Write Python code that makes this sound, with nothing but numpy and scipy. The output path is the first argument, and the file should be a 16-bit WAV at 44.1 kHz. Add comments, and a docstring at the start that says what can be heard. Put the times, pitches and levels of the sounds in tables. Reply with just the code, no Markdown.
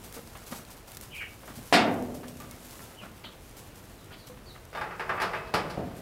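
"""Goats shuffle through dry straw and knock on boards, until one hard blow sets an iron shed booming.
Its corrugated sheets ring out in a wash of metal modes. Later the sheet door is dragged: it scrapes,
judders and slaps against its frame, ending on a dull bump. Thin squeaks and bird chirps echo off the
walls, and a light breeze with a low rumble lies under it all."""
import sys
import numpy as np
from scipy import signal
from scipy.fft import rfft, irfft, next_fast_len
from scipy.io import wavfile
from scipy.ndimage import map_coordinates

SR = 44100
rng = np.random.default_rng(int(sys.argv[2]) if len(sys.argv) > 2 else 0)


def dump_mix(stems):
    """Bounce the given channels to the path in sys.argv[1] as a 16-bit WAV at rate SR."""
    frames = np.atleast_2d(stems).T  # one column per channel
    limited = np.clip(frames, -1, 1)  # hard clip at full scale
    pcm = np.round(limited * 32767).astype(np.int16)
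    wavfile.write(sys.argv[1], SR, pcm)


N = 265041

# tone colour of the door leaf, slapped or scraped: f/Hz, level/dB
DOOR_COLOUR = [(35, -17), (95, -4), (170, 1), (250, -10), (380, -0.5), (600, 1), (860, 2.5), (1300, 2.5),
               (1700, 0), (2500, -2.5), (3800, -7), (5000, -4), (6500, -17), (10000, -16.5), (15000, -22)]


def amp(db):
    """Decibels to gain."""
    return 10 ** (np.asarray(db) / 20)


def unit(x):
    """Scale to rms 1."""
    return x / np.sqrt(np.mean(x ** 2) + 1e-20)


def along(points, hz):
    """Read a curve of (f/Hz, value) points on a log frequency axis."""
    f, v = np.transpose(points)
    return np.interp(np.log(hz + 1), np.log(f), v)


def wobble(rate, size=N):
    """Smooth random modulation, rate knots a second."""
    knots = rng.standard_normal(int(size * rate / SR) + 4)
    return map_coordinates(knots, [np.arange(size) * rate / SR])


def filtered(x, response):
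    """Equalise x with the gain curve response(hz)."""
    m = next_fast_len(len(x) + SR // 2)
    return irfft(rfft(x, m) * response(np.fft.rfftfreq(m, 1 / SR)), m)[:len(x)]


def noise(colour_db, size=N):
    """Noise of rms 1 with the spectral shape colour_db(hz)."""
    return unit(filtered(rng.standard_normal(size), lambda hz: amp(colour_db(hz))))


def dying(x, decay):
    """Let each frequency of x fade at its own speed, given as (f/Hz, t60/s) points."""
    hz, t, spectrum = signal.stft(x, SR, nperseg=256)
    damping = amp(-60 * t / along(decay, hz)[:, None])
    return signal.istft(spectrum * damping, SR, nperseg=256)[1][:len(x)]


def fade(t, t60):
    """Exponential decay by 60 dB in t60 seconds."""
    return np.exp(-np.log(1000) * t / t60)


def attack(t, rise_s):
    """Onset from 0 to 1 with time constant rise_s."""
    return 1 - np.exp(-t / rise_s)


def tone(hz, t60, t):
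    """One ringing mode, struck at a random phase."""
    return fade(t, t60) * np.sin(2 * np.pi * (hz * t + rng.random()))


def add(track, s, sound):
    """Mix a sound into the track at s seconds."""
    part = track[max(round(s * SR), 0):][:len(sound)]
    part += sound[:len(part)]


def dense_ring(colour_db, decay, thump_db, body_db, edge_db):
    """A second of crowded modes; where and how hard a contact lands sets the balance of four bands."""
    edges_hz = [30, 250, 700, 2900, 16000]  # thump, body, mids (at 0 dB), edge
    ring = noise(colour_db, size=SR)
    bands = [unit(filtered(ring, lambda hz: 1 / (1 + (lo / (hz + 1)) ** 10) / (1 + (hz / hi) ** 10)))
             for lo, hi in zip(edges_hz, edges_hz[1:])]
    return dying(amp([thump_db, body_db, 0, edge_db]) @ np.array(bands), decay)


def air(rumble_db=-52, breeze_db=-54):
    """The outdoor bed: a light, gently wavering breeze over a low rumble."""
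    # tone colours of the rumble and the breeze: f/Hz, level/dB
    rumble_colour = [(12, -37), (20, -13), (45, 2.5), (70, -1), (105, 0.5), (166, -5), (300, -9.5),
                     (500, -16.5), (900, -82)]
    breeze_colour = [(120, -21), (220, 2.5), (500, 5), (820, 1.5), (1400, -2.5), (2700, -7), (4900, -14.5),
                     (15000, -21.5)]
    buffet_db, gust_db = 1.2 * wobble(7), .7 * wobble(9)
    rumble = amp(rumble_db + buffet_db) * noise(lambda hz: along(rumble_colour, hz))
    breeze = amp(breeze_db + gust_db) * noise(lambda hz: along(breeze_colour, hz))
    return rumble + breeze


def glide(length, start_hz, fall_oct_per_s, rough, bend=1):
    """A thin falling tone that swells and fades; pitch jitter gives it rasp."""
    progress = np.linspace(0, 1, int(length * SR))
    jitter = 1 + rough * wobble(900, size=SR)[:len(progress)]
    hz = start_hz * 2 ** (-fall_oct_per_s * length * progress ** bend) * jitter
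    swell = np.sqrt(np.abs(np.sin(np.pi * progress)))
    return swell * np.sin(2 * np.pi * np.cumsum(hz) / SR)


def birds(length_s=.07):
    """Small, clean chirps: each holds its pitch, then drops ever faster."""
    # bird calls: t/s, starting f/Hz, level/dB
    calls = [(2.968, 3050, -51.5), (3.975, 4100, -64), (4.18, 4750, -56.5), (4.456, 4580, -53)]
    out = np.zeros(N)
    for s, start_hz, db in calls:
        add(out, s, amp(db) * glide(length_s, start_hz, fall_oct_per_s=5.6, rough=.035, bend=1.6))
    return out


def squeaks():
    """Thin, rasping squeaks that sag in pitch."""
    # squeaks: t/s, length/s, starting f/Hz, level/dB, jitter/share of pitch
    cues = [(1.106, .06, 2990, -50, 0.075), (1.18, .09, 2960, -46.5, .067), (1.128, .13, 2497, -42, .07),
            (1.204, .04, 1900, -40, 0.196), (3.238, .028, 3500, -42, .25), (4.124, 0.024, 3510, -48, 0.19)]
    out = np.zeros(N)
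    for s, length, start_hz, db, rough in cues:
        add(out, s, amp(db) * glide(length, start_hz, fall_oct_per_s=1.1, rough=rough))
    return out


def yard_echo(sound, wet_db=1):
    """A sound plus its short, bright reverb off the iron walls."""
    # reverb time of the yard: f/Hz, t60/s
    decay = [(200, 0.16), (3000, 0.32), (10000, 0.38)]
    tail = dying(rng.standard_normal(SR // 2), decay)
    return sound + amp(wet_db) * signal.fftconvolve(sound, tail / np.linalg.norm(tail))[:N]


def straw(grain_db=2, crackles_per_s=50, crackle_db=9, contrast=.47):
    """Dry stalks rustle in fine grains, crackle, swish underfoot and now and then snap."""
    # stalks snapping, and straw swishing underfoot: t/s, level/dB
    snaps = [(.125, -36.5), (.274, -40.5), (.372, -41), (.65, -43), (.918, -40.5), (.948, -42),
             (.9702, -33.5), (1.011, -36), (1.941, -38.5), (2.024, -38.5), (2.282, -39.5), (2.401, -39),
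             (2.511, -37.5), (4.27, -40), (4.652, -42)]
    swishes = [(.034, -42.5), (.135, -37.5), (.46, -39.5), (.51, -39), (.552, -41), (.699, -42),
               (.872, -44.5), (0.929, -47), (1.016, -41.5), (1.15, -43.5), (1.45, -47), (1.55, -41),
               (2.14, -42.5), (2.27, -45.5), (2.4, -45), (2.81, -45), (3.565, -42.5), (3.75, -50),
               (4.267, -47), (5.96, -47.5)]
    # tone colour of dry straw: f/Hz, level/dB
    colour = [(600, 3.5), (2000, 0.5), (5000, 2), (11000, 1.5), (13500, 1.5), (15800, -4.5)]
    # base contour of the rustle: t/s, level/dB
    contour = [(0.0, -58), (0.56, -55), (0.71, -59), (1.48, -56.5), (1.69, -54.5), (1.83, -57), (2.49, -57),
               (2.72, -52.5), (3.0, -58.5), (3.29, -60), (3.46, -57.5), (3.68, -58), (4.12, -60),
               (4.7, -61)]
    strokes, t = np.zeros(N), np.arange(SR // 2) / SR
    for s, db in snaps:
        add(strokes, s, amp(db) * fade(t, t60=.017) * attack(t, rise_s=.00038))
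    for s, db in swishes:
        add(strokes, s, amp(db) * fade(t, t60=.21) * attack(t, rise_s=.0094))
    grains = unit(noise(lambda hz: along(colour, hz)) * amp(grain_db * wobble(900)))
    breaks = (rng.random(N) < crackles_per_s / SR) * rng.random(N)
    crackle = amp(crackle_db) * signal.fftconvolve(breaks, fade(t, t60=.0091))[:N]
    level_db = np.interp(np.arange(N) / SR, *np.transpose(contour))
    level_db += contrast * (level_db - level_db.mean())  # busy moments stand out from the lulls
    rustle = amp(level_db + .17 + 1.6 * wobble(32)) * np.hypot(1, crackle)
    return np.hypot(strokes, rustle) * grains  # the envelopes add in power


def hoof_knock(t, ring_hz, ring_db, chatter_db=4.5):
    """One hoof on a board or scrap of tin, ringing briefly; lower pitches get more thump, less clack."""
    # tone colour of a knock: f/Hz, level/dB
    colour = [(40, -20), (110, -9.5), (200, 2), (330, -6.5), (500, -6.5), (1200, 11), (2200, 2),
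              (3800, -14), (5500, -25), (14000, -49)]
    # ring time of a knock: f/Hz, t60/s
    decay = [(150, 0.35), (1000, 0.26), (4000, 0.26), (12000, 0.042)]
    depth_db = 3.5 * np.log2(1000 / ring_hz)  # grows with each octave below 1 kHz
    dense = dense_ring(lambda hz: along(colour, hz), decay,
                       thump_db=-5 + 2 * depth_db, body_db=-3 + depth_db, edge_db=-9.5)
    dense *= amp(chatter_db * wobble(147, size=SR) - max(depth_db, 0))
    ring = amp(ring_db) * tone(ring_hz, t60=.22, t=t)
    return (dense + ring) * attack(t, rise_s=.00044)


def hooves(gain_db=-8, patter_span_s=(.05, 4.6), step_gap_s=.21):
    """Goats stepping about: clear knocks over a faint, uneven patter."""
    # hooves on boards, stones and loose tin: t/s, relative level/dB, ring f/Hz, ring mix/dB
    clear_steps = [(.166, -40.5, 468, 8), (.232, -53, 222, 13), (.265, -52.5, 227, 12),
                   (0.351, -41, 1210, -8), (.51, -42, 243, 7), (.522, -37, 950, -1), (.542, -48, 797, 5),
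                   (.569, -48, 860, 2), (.877, -47.5, 558, 4), (1.432, -47.5, 538, 7),
                   (1.477, -40, 900, -14), (1.574, -41, 136, 11.5), (2.232, -42, 1710, -2),
                   (2.402, -42, 1175, 6), (2.422, -48, 1212, 9.5), (2.514, -49.5, 2180, 5),
                   (2.725, -43.5, 794, -8), (2.793, -46.5, 1360, -3), (3.012, -41, 597, -2),
                   (3.03, -41.5, 1374, -1), (3.088, -46, 1410, -2), (3.24, -42.5, 750, -11),
                   (4.107, -43.5, 1440, 0), (4.297, -46.5, 500, 14), (4.551, -48.5, 2020, 1)]
    out, t = np.zeros(N), np.arange(SR) / SR
    for s, db, ring_hz, ring_db in clear_steps:
        add(out, s, amp(db + gain_db) * hoof_knock(t, ring_hz, ring_db))
    for s in np.arange(*patter_span_s, step_gap_s):
        late, force, pitch = rng.standard_normal(3)
        step = hoof_knock(t, ring_hz=1000 * 2 ** (.5 * pitch), ring_db=-3)
        add(out, s + .3 * step_gap_s * late, amp(-55 + 1.5 * force + gain_db) * step)
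    return out


def door_scrape(level_db=-49, judder_db=2, lowpass_hz=1500):
    """Under the slaps, the dragged leaf scrapes softly along the sill."""
    # the pull on the door: start t/s, full t/s, easing t/s, at rest t/s
    pull = (4.73, 5.2, 5.7, 6.15)
    effort = np.interp(np.arange(N) / SR, pull, [0, 1, 1, 0])
    rub = noise(lambda hz: along(DOOR_COLOUR, hz) - 10 * np.log10(1 + (hz / lowpass_hz) ** 2))
    return effort * amp(level_db + judder_db * wobble(40)) * rub


def door_slap(t, weight_db, sizzle_db, sink_oct_per_db=.3):
    """One contact of the door leaf; the more of its weight lands, the deeper it rings."""
    # the leaf's strongest modes: f/Hz, relative level/dB, t60/s
    leaf_modes = [(375, -5.5, 0.84), (464, -7, 0.81), (653, -1, 0.56), (713, -10, .6), (848, 3.5, 0.4),
                  (884, 0, 0.41), (1100, -7, 0.24), (1180, 4.5, 0.32), (1247, -3, 0.6), (1327, -5, 0.37),
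                  (1464, -2, 0.28), (1635, 6, 0.14), (1820, -1, 0.14), (2043, -3.5, 0.19), (2577, -8, 0.91),
                  (3630, -9.5, 0.29)]
    # ring time of its dense modes: f/Hz, t60/s
    decay = [(100, 0.68), (400, 1), (900, 0.56), (2000, 0.38), (5000, 0.31), (12000, 0.2)]
    centre_hz = 1160 * 2 ** (-sink_oct_per_db * weight_db)

    def focus_db(hz):
        """A bell boost: each contact point favours its own modes."""
        return 4.5 * np.exp(-(np.log2((hz + 1) / centre_hz) / .5) ** 2)

    dense = dense_ring(lambda hz: along(DOOR_COLOUR, hz) + focus_db(hz), decay,
                       thump_db=-15 + weight_db, body_db=-10 + .71 * weight_db, edge_db=sizzle_db)
    dense *= amp(-.5 * wobble(160, size=SR) * fade(t, t60=.3))  # loose edges bounce just after the hit
    modes = sum(amp(db + focus_db(hz) + rng.normal(0, 4.76)) * tone(hz, t60, t)
                for hz, db, t60 in leaf_modes)
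    punch = amp(3 * np.exp(-t / .042)) * attack(t, rise_s=.00084)
    return punch * (dense + amp(-14) * modes)


def door_rattle(gain_db=-8.5, rebound_s=.05, rebound_db=-16, duller_db=-5):
    """The thin leaf judders over the sill and slaps its frame, each time with a duller rebound."""
    # the door's contacts: t/s, relative level/dB, weight behind it/dB, sizzle/dB
    hits = [(4.729, -41, 9, -9), (4.749, -32.5, 3, -13.5), (4.773, -31, -0.5, -18),
            (4.811, -27.5, -1.5, -16.5), (4.906, -34.5, -1.5, -20), (4.995, -26.5, -2.5, -16),
            (5.093, -21.5, -1, -22.5), (5.176, -30.5, -2.5, -26), (5.2, -26.5, -2, -10.5),
            (5.217, -21, 0, -9.5), (5.333, -27.5, -2, -18), (5.347, -29.5, -4, -16.5),
            (5.539, -20.3, 8, -6.5), (5.664, -42, 14.5, -16), (5.699, -38, 12.5, -2.5),
            (5.774, -44, 31, -31)]
    out, t = np.zeros(N), np.arange(SR) / SR
    for s, db, weight_db, sizzle_db in hits:
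        add(out, s, amp(db + gain_db) * door_slap(t, weight_db, sizzle_db))
        rebound = door_slap(t, weight_db, sizzle_db + duller_db)
        add(out, s + rebound_s, amp(db + gain_db + rebound_db) * rebound)
    return out


def wall_boom(t, crossover_hz=1400, clash_delay_s=.011, push_hz=720):
    """A short push sets the sheets booming; their loose overlaps clash brightly an instant later."""
    # the wall's strongest modes: f/Hz, relative level/dB, t60/s
    sheet_modes = [(246, -11, 2.2), (254, -11, 1.3), (294, -5, .9), (379, -11, 1.0), (660, -10, .9),
                   (695, -4, .7), (723, -2, .72), (757, -6, .55), (914, -7, .65), (1146, -7, .58),
                   (1653, -7, .35), (1923, -9, .35), (2001, -7, .4), (2194, -3, .36), (2768, -6, .33),
                   (3116, -12, .36), (3629, -6, .36), (4381, -12, .3)]
    # tone colour of the dense modes between them: f/Hz, level/dB
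    colour = [(35, -42), (80, -11.5), (160, -6), (220, 0.5), (330, -0.5), (480, -2), (740, 0.5),
              (1000, -2.5), (1500, -1.5), (2400, -2.5), (3500, -4), (5100, -5), (5900, -15), (9500, -16),
              (15500, -29)]
    # ring time of the dense modes: f/Hz, t60/s
    decay = [(80, 2.84), (250, 1.05), (500, 1.44), (720, 1.04), (1000, 0.65), (1600, 0.55), (2600, 0.44),
             (4200, 0.3), (7000, 0.27), (14000, 0.14)]
    dense = dying(noise(lambda hz: along(colour, hz), size=len(t)), decay)
    boom = filtered(dense, lambda hz: 1 / (1 + (hz / crossover_hz) ** 4))
    duck_db = -7 * (1 - np.tanh((t - clash_delay_s) / .0026)) / 2  # treble held back until the clash
    clash = (dense - boom) * amp(duck_db)
    modes = sum(amp(db) * tone(hz, t60, t) for hz, db, t60 in sheet_modes)
    bloom = modes * attack(t, rise_s=.012)
    push = -np.sin(2 * np.pi * push_hz * t) * fade(t, t60=.029)
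    mix = amp(-14.5) * (boom + clash) + amp(-20) * bloom + amp(-10) * push
    return mix * attack(t, rise_s=.00019)


def wall_blows():
    """A hard bang on the shed wall, later a dull bump: a soft contact wakes only the low modes."""
    # blows on the wall: t/s, level/dB, low-pass f/Hz
    blows = [(1.7256, -0.5, 18000), (5.774, -16, 640)]
    out, t = np.zeros(N), np.arange(2 * SR) / SR
    for s, db, lowpass_hz in blows:
        softness = signal.butter(2, lowpass_hz, fs=SR, output="sos")
        add(out, s, amp(db) * signal.sosfilt(softness, wall_boom(t)))
    return out


def scene():
    """The mono mix, heard from a few metres in front of the shed."""
    shed = wall_blows() + door_rattle() + door_scrape()
    return (shed + straw() + yard_echo(squeaks() + birds()) + air() + hooves())[None]


def record(dry, top_hz=15800):
    """A brick-wall low-pass trims the very top of the treble."""
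    return np.array([filtered(channel, lambda hz: hz < top_hz) for channel in dry])


dry = scene()
out = record(dry)
dump_mix(out)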